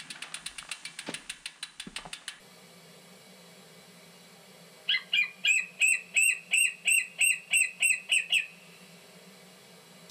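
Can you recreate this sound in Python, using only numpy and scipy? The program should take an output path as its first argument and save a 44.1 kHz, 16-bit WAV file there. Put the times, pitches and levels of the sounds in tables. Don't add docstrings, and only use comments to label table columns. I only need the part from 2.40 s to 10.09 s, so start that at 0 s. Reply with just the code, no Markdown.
import sys
import numpy as np
from scipy import signal
from scipy.fft import rfft, irfft
from scipy.io import wavfile
from scipy.ndimage import uniform_filter1d

SR = 44100
rng = np.random.default_rng(int(sys.argv[2]) if len(sys.argv) > 2 else 0)


def wrap_up_sound(samples):
    columns = np.atleast_2d(samples).T
    tamed = np.clip(columns, -1, 1)
    steps = np.round(tamed * 32767).astype(np.int16)
    wavfile.write(sys.argv[1], SR, steps)


N = 339349
TIME = np.arange(N) / SR
BIN_HZ = np.maximum(np.arange(N // 2 + 1) * SR / N, 1)

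# [f/Hz, relative density level/dB]
WASH_SPECTRUM = [(20, -78), (57, -21.5), (112, -22), (160, -8), (235, -13), (300, -25.5), (400, -12.5),
                 (630, -13), (950, -20), (2600, -22), (4300, -22.5), (5500, -21), (8250, -31),
                 (10000, -21.5), (15500, -39)]
# [f/Hz, width at half power/Hz, level/dB]
WASH_RESONANCES = [(164, 23, -1), (185.1, 24.7, 2.5), (456, 81, -9), (628, 28, -13), (1147, 82, -15),
                   (2270, 140, -13.5), (3950, 180, -20.5), (4434, 230, -16)]
# [t/s after the direct sound, level/dB re direct]
REFLECTIONS = [(.0031, -9), (.0074, -11.5), (0.0114, -15.5), (0.019, -16.5), (.042, -24.5)]
# [f/Hz, level/dB before the common ringing level, t60/s]
ROOM_MODES = [(1603, -2, 0.69), (1643, -7.5, 0.12), (1767, 1, 0.14), (2027, 4.5, 0.1), (2160, -17, 0.34),
              (2425, -3.5, 0.35), (2542, 3.5, 0.31), (2530, -9, 0.12), (2680, -19.5, 0.99), (2838, 6, 0.16),
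              (2971, -9, 0.035), (3345, 3.5, 0.043), (4018, 6, 0.062)]
# [f/Hz, level/dB]
SPEAKER_TREBLE = [(3000, 0), (5500, -1), (6700, -3.5), (7400, 6.5), (8250, 10), (9200, -2), (11000, 0.5),
                  (12800, 0), (13800, 6.5), (15500, -2)]
# [f/Hz, level/dB]
VOICE_COLOUR = [(400, -24), (700, -21.5), (1050, -5), (1250, -35.5), (1650, -19.5), (2050, -9.5), (2400, 0),
                (2850, 1), (3300, -3.5), (3650, -38), (4100, -10.5), (4700, -29), (5600, -15), (6700, -23)]
# [start t/s, yelp before the whistle t/s, whistle length t/s, flick above base f/Hz (none if negative),
#         crest f/Hz, low note f/Hz, effort level/dB re overload before voice colour, yelp level/dB likewise]
CALLS = [ (2.493, .038, 0.024, 0.5, 2104, 1960, 8.5, 4.5), (2.737, 0.017, 0.064, -1, 2447, 2040, 1, 5),
         (3.052, 0.016, 0.11, -0.5, 2671, 1977, 5, 5), (3.408, 0.0044, 0.12, 331, 2721, 1976, 6.5, -4.5),
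         (3.757, 0.0031, .144, 220, 2774, 1972, 7.5, -6.5),
         (4.125, 0.0044, 0.13, 223.5, 2800, 1956, 7, -9.5), (4.465, 0.0058, 0.12, 207, 2781, 2000, 8, -7),
         (4.8, 0.0051, .110, 194.5, 2786, 1987, 8.5, -7), (5.122, .006, 0.1, 166.5, 2735, 2023, 7.5, -6.5),
         (5.416, 0.0045, 0.099, 142, 2734, 2020, 7.5, -10), (5.706, .009, 0.066, 386, 2750, 1866, 4.5, -12),
         (5.914, 0.0082, .059, 674, 2712, 1833, 2, -19)]

WASH_DB = -35.5
PLAYBACK_DB = -19.5
CUTOFF_HZ = 15450
FAR_WALL_S, FAR_WALL_DB, FAR_WALL_HZ = 0.068, -18.5, 3000
WARM_UP_S = 1.6
CROAK_LEAD_S, CROAK_RISE_S, CROAK_RELEASE_S = 0.020, 0.016, 0.026
CROAK_FROM_HZ, CROAK_TO_HZ, CROAK_DB, CROAK_COLD_DB = 490, 737, -2.5, -10.5
YELP_FROM_HZ, YELP_TO_HZ, YELP_SHORTEST_S, YELP_EDGE_S = 1420, 1672.5, 0.0152, 0.0054
FLICK_RISE_HZ, FLICK_S, SETTLE_S = 603.7, 0.01166, 0.018
BASE_HZ, COLD_FLAT_HZ, SAG_S, SAG_SHARE = 2742, 416, 0.04244, 0.428
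ATTACK_S, OPEN_SHARE, END_SHARE = 0.0062, 0.46, 0.34
DROP_S, LOW_HOLD_S, LOW_RELEASE_S, LOW_SAG_HZ_PER_S, LOW_DB = 0.005, 0.024, 0.004, 7300, -3.5
GRUNT_AFTER_S, GRUNT_S, GRUNT_FROM_HZ, GRUNT_TO_HZ = 0.0098, 0.02, 1330, 1028
GRUNT_DB, GRUNT_COLD_DB = -10.5, 16.5


def from_db(db):
    return 10 ** (np.asarray(db) / 20)


def rms_one(x):
    return x / np.sqrt(np.mean(x ** 2) + 1e-20)


def colour(points, peaks, hz):
    at_hz, level_db = np.transpose(points)
    broad = from_db(np.interp(np.log(hz), np.log(at_hz), level_db))
    bells = 0
    for centre, width, db in peaks:
        bells = bells + from_db(db) ** 2 * 2 ** -(2 * (hz - centre) / width) ** 2
    return np.sqrt(broad ** 2 + bells)


def drift(rate_hz, size):
    r = np.exp(-2 * np.pi * rate_hz / SR)
    noise = rng.standard_normal(size + SR // 10)
    return rms_one(signal.lfilter([1], [1, -2 * r, r * r], noise))[-size:]


def fade_db(t, on, off, attack, release):
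    off = max(on, off)
    return np.interp(t, [on - attack, on, off, off + release], [-30, 0, 0, -30])


def wash():
    spectrum = rfft(rng.standard_normal(N)) * colour(WASH_SPECTRUM, WASH_RESONANCES, BIN_HZ)
    return from_db(WASH_DB) * rms_one(irfft(spectrum, N))


def resonance(x, hz, t60):
    r = from_db(-60 / (t60 * SR))
    feed = np.array([1, 0, -1]) * (1 - r * r) / 2
    return signal.lfilter(feed, [1, -2 * r * np.cos(2 * np.pi * hz / SR), r * r], x)


def reverberation(x, t60, gap, treble_hz):
    t = TIME[:SR]
    echoes = rng.standard_normal(SR) * from_db(-60 * t / t60) * np.clip(t / gap - 1, 0, 1)
    wet = signal.fftconvolve(x, echoes / np.linalg.norm(echoes))[:N]
    return signal.sosfilt(signal.butter(1, min(treble_hz, 0.45 * SR), fs=SR, output="sos"), wet)


def room(x, ring_db, near_db, far_db):
    early = sum(from_db(db) * np.interp(TIME - delay, TIME, x) for delay, db in REFLECTIONS)
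    dull = signal.sosfilt(signal.butter(2, FAR_WALL_HZ, fs=SR, output="sos"), x)
    echo = from_db(FAR_WALL_DB) * np.interp(TIME - FAR_WALL_S, TIME, dull)
    modes = sum(from_db(db) * resonance(x, hz, t60) for hz, db, t60 in ROOM_MODES)
    ringing = from_db(ring_db) * modes
    near = from_db(near_db) * reverberation(x, t60=0.2, gap=0.0059, treble_hz=3600)
    far = from_db(far_db) * reverberation(x, t60=3.47, gap=0.044, treble_hz=2500)
    return x + early + echo + ringing + near + far


def loudspeaker(x):
    bright = irfft(rfft(x) * colour(SPEAKER_TREBLE, [], BIN_HZ), N)
    return signal.sosfilt(signal.butter(3, 54, "high", fs=SR, output="sos"), bright)


def overload(x, offset, oversampling=4):
    fine = signal.resample_poly(x, oversampling, 1)
    clipped = np.clip(fine, offset - 1, offset + 1)
    return signal.resample_poly(clipped, 1, oversampling)


def gain_control(x, threshold_db, slope, release_db_per_s, attack_s):
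    level_db = 10 * np.log10(np.maximum(uniform_filter1d(x ** 2, size=128), 1e-12))
    cut_db = slope * np.maximum(level_db - threshold_db, 0)
    recovery_db = release_db_per_s * TIME
    held_db = np.maximum.accumulate(cut_db + recovery_db) - recovery_db
    r = np.exp(-1 / (attack_s * SR))
    return x * from_db(-signal.lfilter([1 - r], [1, -r], held_db))


def syrinx(times, pitches, levels_db, jitter, jitter_hz, count=3):
    times = np.maximum.accumulate(times)
    span = slice(int(times[0] * SR), int(times[-1] * SR))
    t, out = TIME[span], np.zeros(N)
    unsteady = jitter + 0.033 * np.exp(-(t - t[0]) / 0.015)
    pitch = np.interp(t, times, pitches) * np.exp(unsteady * drift(jitter_hz, len(t)))
    phase = 2 * np.pi * np.cumsum(pitch) / SR
    tone = 0
    for k in range(1, count + 1):
        tone = tone + colour(VOICE_COLOUR, [], k * pitch) * np.sin(k * phase) / k
    gain = from_db(np.interp(t, times, levels_db))
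    out[span] = tone * uniform_filter1d(gain, size=96, mode="constant")
    return out


def croak(start, cold):
    begin = start - CROAK_LEAD_S
    top = begin + CROAK_RISE_S
    t = np.linspace(begin, top + CROAK_RELEASE_S)
    pitch = np.interp(t, [begin, top], [CROAK_FROM_HZ, CROAK_TO_HZ])
    fade = fade_db(t, begin + 0.009, top, attack=0.014, release=0.024)
    level_db = CROAK_DB + CROAK_COLD_DB * cold + fade
    return syrinx(t, pitch, level_db, jitter=0.012, jitter_hz=400, count=6)


def yelp(start, length, level_db):
    end = start + max(length, YELP_SHORTEST_S)
    t = np.linspace(start - YELP_EDGE_S, end + YELP_EDGE_S)
    rise = np.sin(np.interp(t, [start, end], [0, np.pi / 2]))
    pitch = YELP_FROM_HZ + (YELP_TO_HZ - YELP_FROM_HZ) * rise
    fade = fade_db(t, start, end, YELP_EDGE_S, YELP_EDGE_S)
    return syrinx(t, pitch, level_db + fade, jitter=0.018, jitter_hz=434)


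def whistle_pitch(t, length, flick_hz, crest_hz, low_hz, cold):
    crest = length - SAG_S
    base_hz = min(BASE_HZ - COLD_FLAT_HZ * cold, crest_hz)
    arch = np.interp(t, [SETTLE_S, max(crest, SETTLE_S + DROP_S)], [base_hz, crest_hz])
    sag = SAG_SHARE * (crest_hz - low_hz) * np.clip((t - crest) / SAG_S, 0, 1) ** 2.46
    flick = np.interp(t, [ATTACK_S / 2, FLICK_S, SETTLE_S], [flick_hz - FLICK_RISE_HZ, flick_hz, 0])
    high = arch + flick * (flick_hz > 0) - sag
    low = low_hz - LOW_SAG_HZ_PER_S * (t - length - LOW_HOLD_S / 2)
    dropped = np.clip((t - length) / DROP_S + 0.5, 0, 1)
    return (1 - dropped) * high + dropped * low


def whistle(start, length, flick_hz, crest_hz, low_hz, effort_db, cold):
    low_end = length + LOW_HOLD_S
    t = np.linspace(-ATTACK_S / 2, low_end + LOW_RELEASE_S, 200)
    swell_db = np.interp(t, [0, FLICK_S, max(length - SAG_S, SETTLE_S), length - DROP_S, length],
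                         [0, OPEN_SHARE * effort_db, effort_db, END_SHARE * effort_db, LOW_DB])
    level_db = swell_db + fade_db(t, ATTACK_S / 2, low_end, ATTACK_S, LOW_RELEASE_S)
    pitch = whistle_pitch(t, length, flick_hz, crest_hz, low_hz, cold)
    return syrinx(start + t, pitch, level_db, jitter=0.00067, jitter_hz=153, count=2)


def grunt(start, cold):
    t = np.linspace(start, start + GRUNT_S)
    middle = start + GRUNT_S / 2
    pitch = np.linspace(GRUNT_FROM_HZ, GRUNT_TO_HZ)
    fade = fade_db(t, middle, middle, attack=0.019, release=0.0083)
    level_db = GRUNT_DB + GRUNT_COLD_DB * cold + fade
    return syrinx(t, pitch, level_db, jitter=0.0039, jitter_hz=150, count=1)


def call(start, yelp_s, length, flick_hz, crest_hz, low_hz, effort_db, yelp_db):
    cold = np.exp(-(start - CALLS[0][0]) / WARM_UP_S)
    whistle_start = start + yelp_s
    opening = croak(start, cold) + yelp(start, yelp_s, yelp_db)
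    piping = whistle(whistle_start, length, flick_hz, crest_hz, low_hz, effort_db, cold)
    return opening + piping + grunt(whistle_start + length + GRUNT_AFTER_S, cold)


def scene():
    eagle = sum(call(*row) for row in CALLS)
    played = loudspeaker(overload(eagle + wash(), offset=0.036))
    return from_db(PLAYBACK_DB) * room(played, ring_db=4.5, near_db=-1, far_db=-24)[None]


def record(dry):
    limited = gain_control(dry[0], threshold_db=-16.0, slope=0.64, release_db_per_s=52, attack_s=0.0017)
    even = gain_control(limited, threshold_db=-27, slope=0.41, release_db_per_s=13.5, attack_s=0.0023)
    top_cut = signal.ellip(12, 0.1, 80, CUTOFF_HZ, fs=SR, output="sos")
    return signal.sosfilt(top_cut, even)[None]


dry = scene()
out = record(dry)
wrap_up_sound(out)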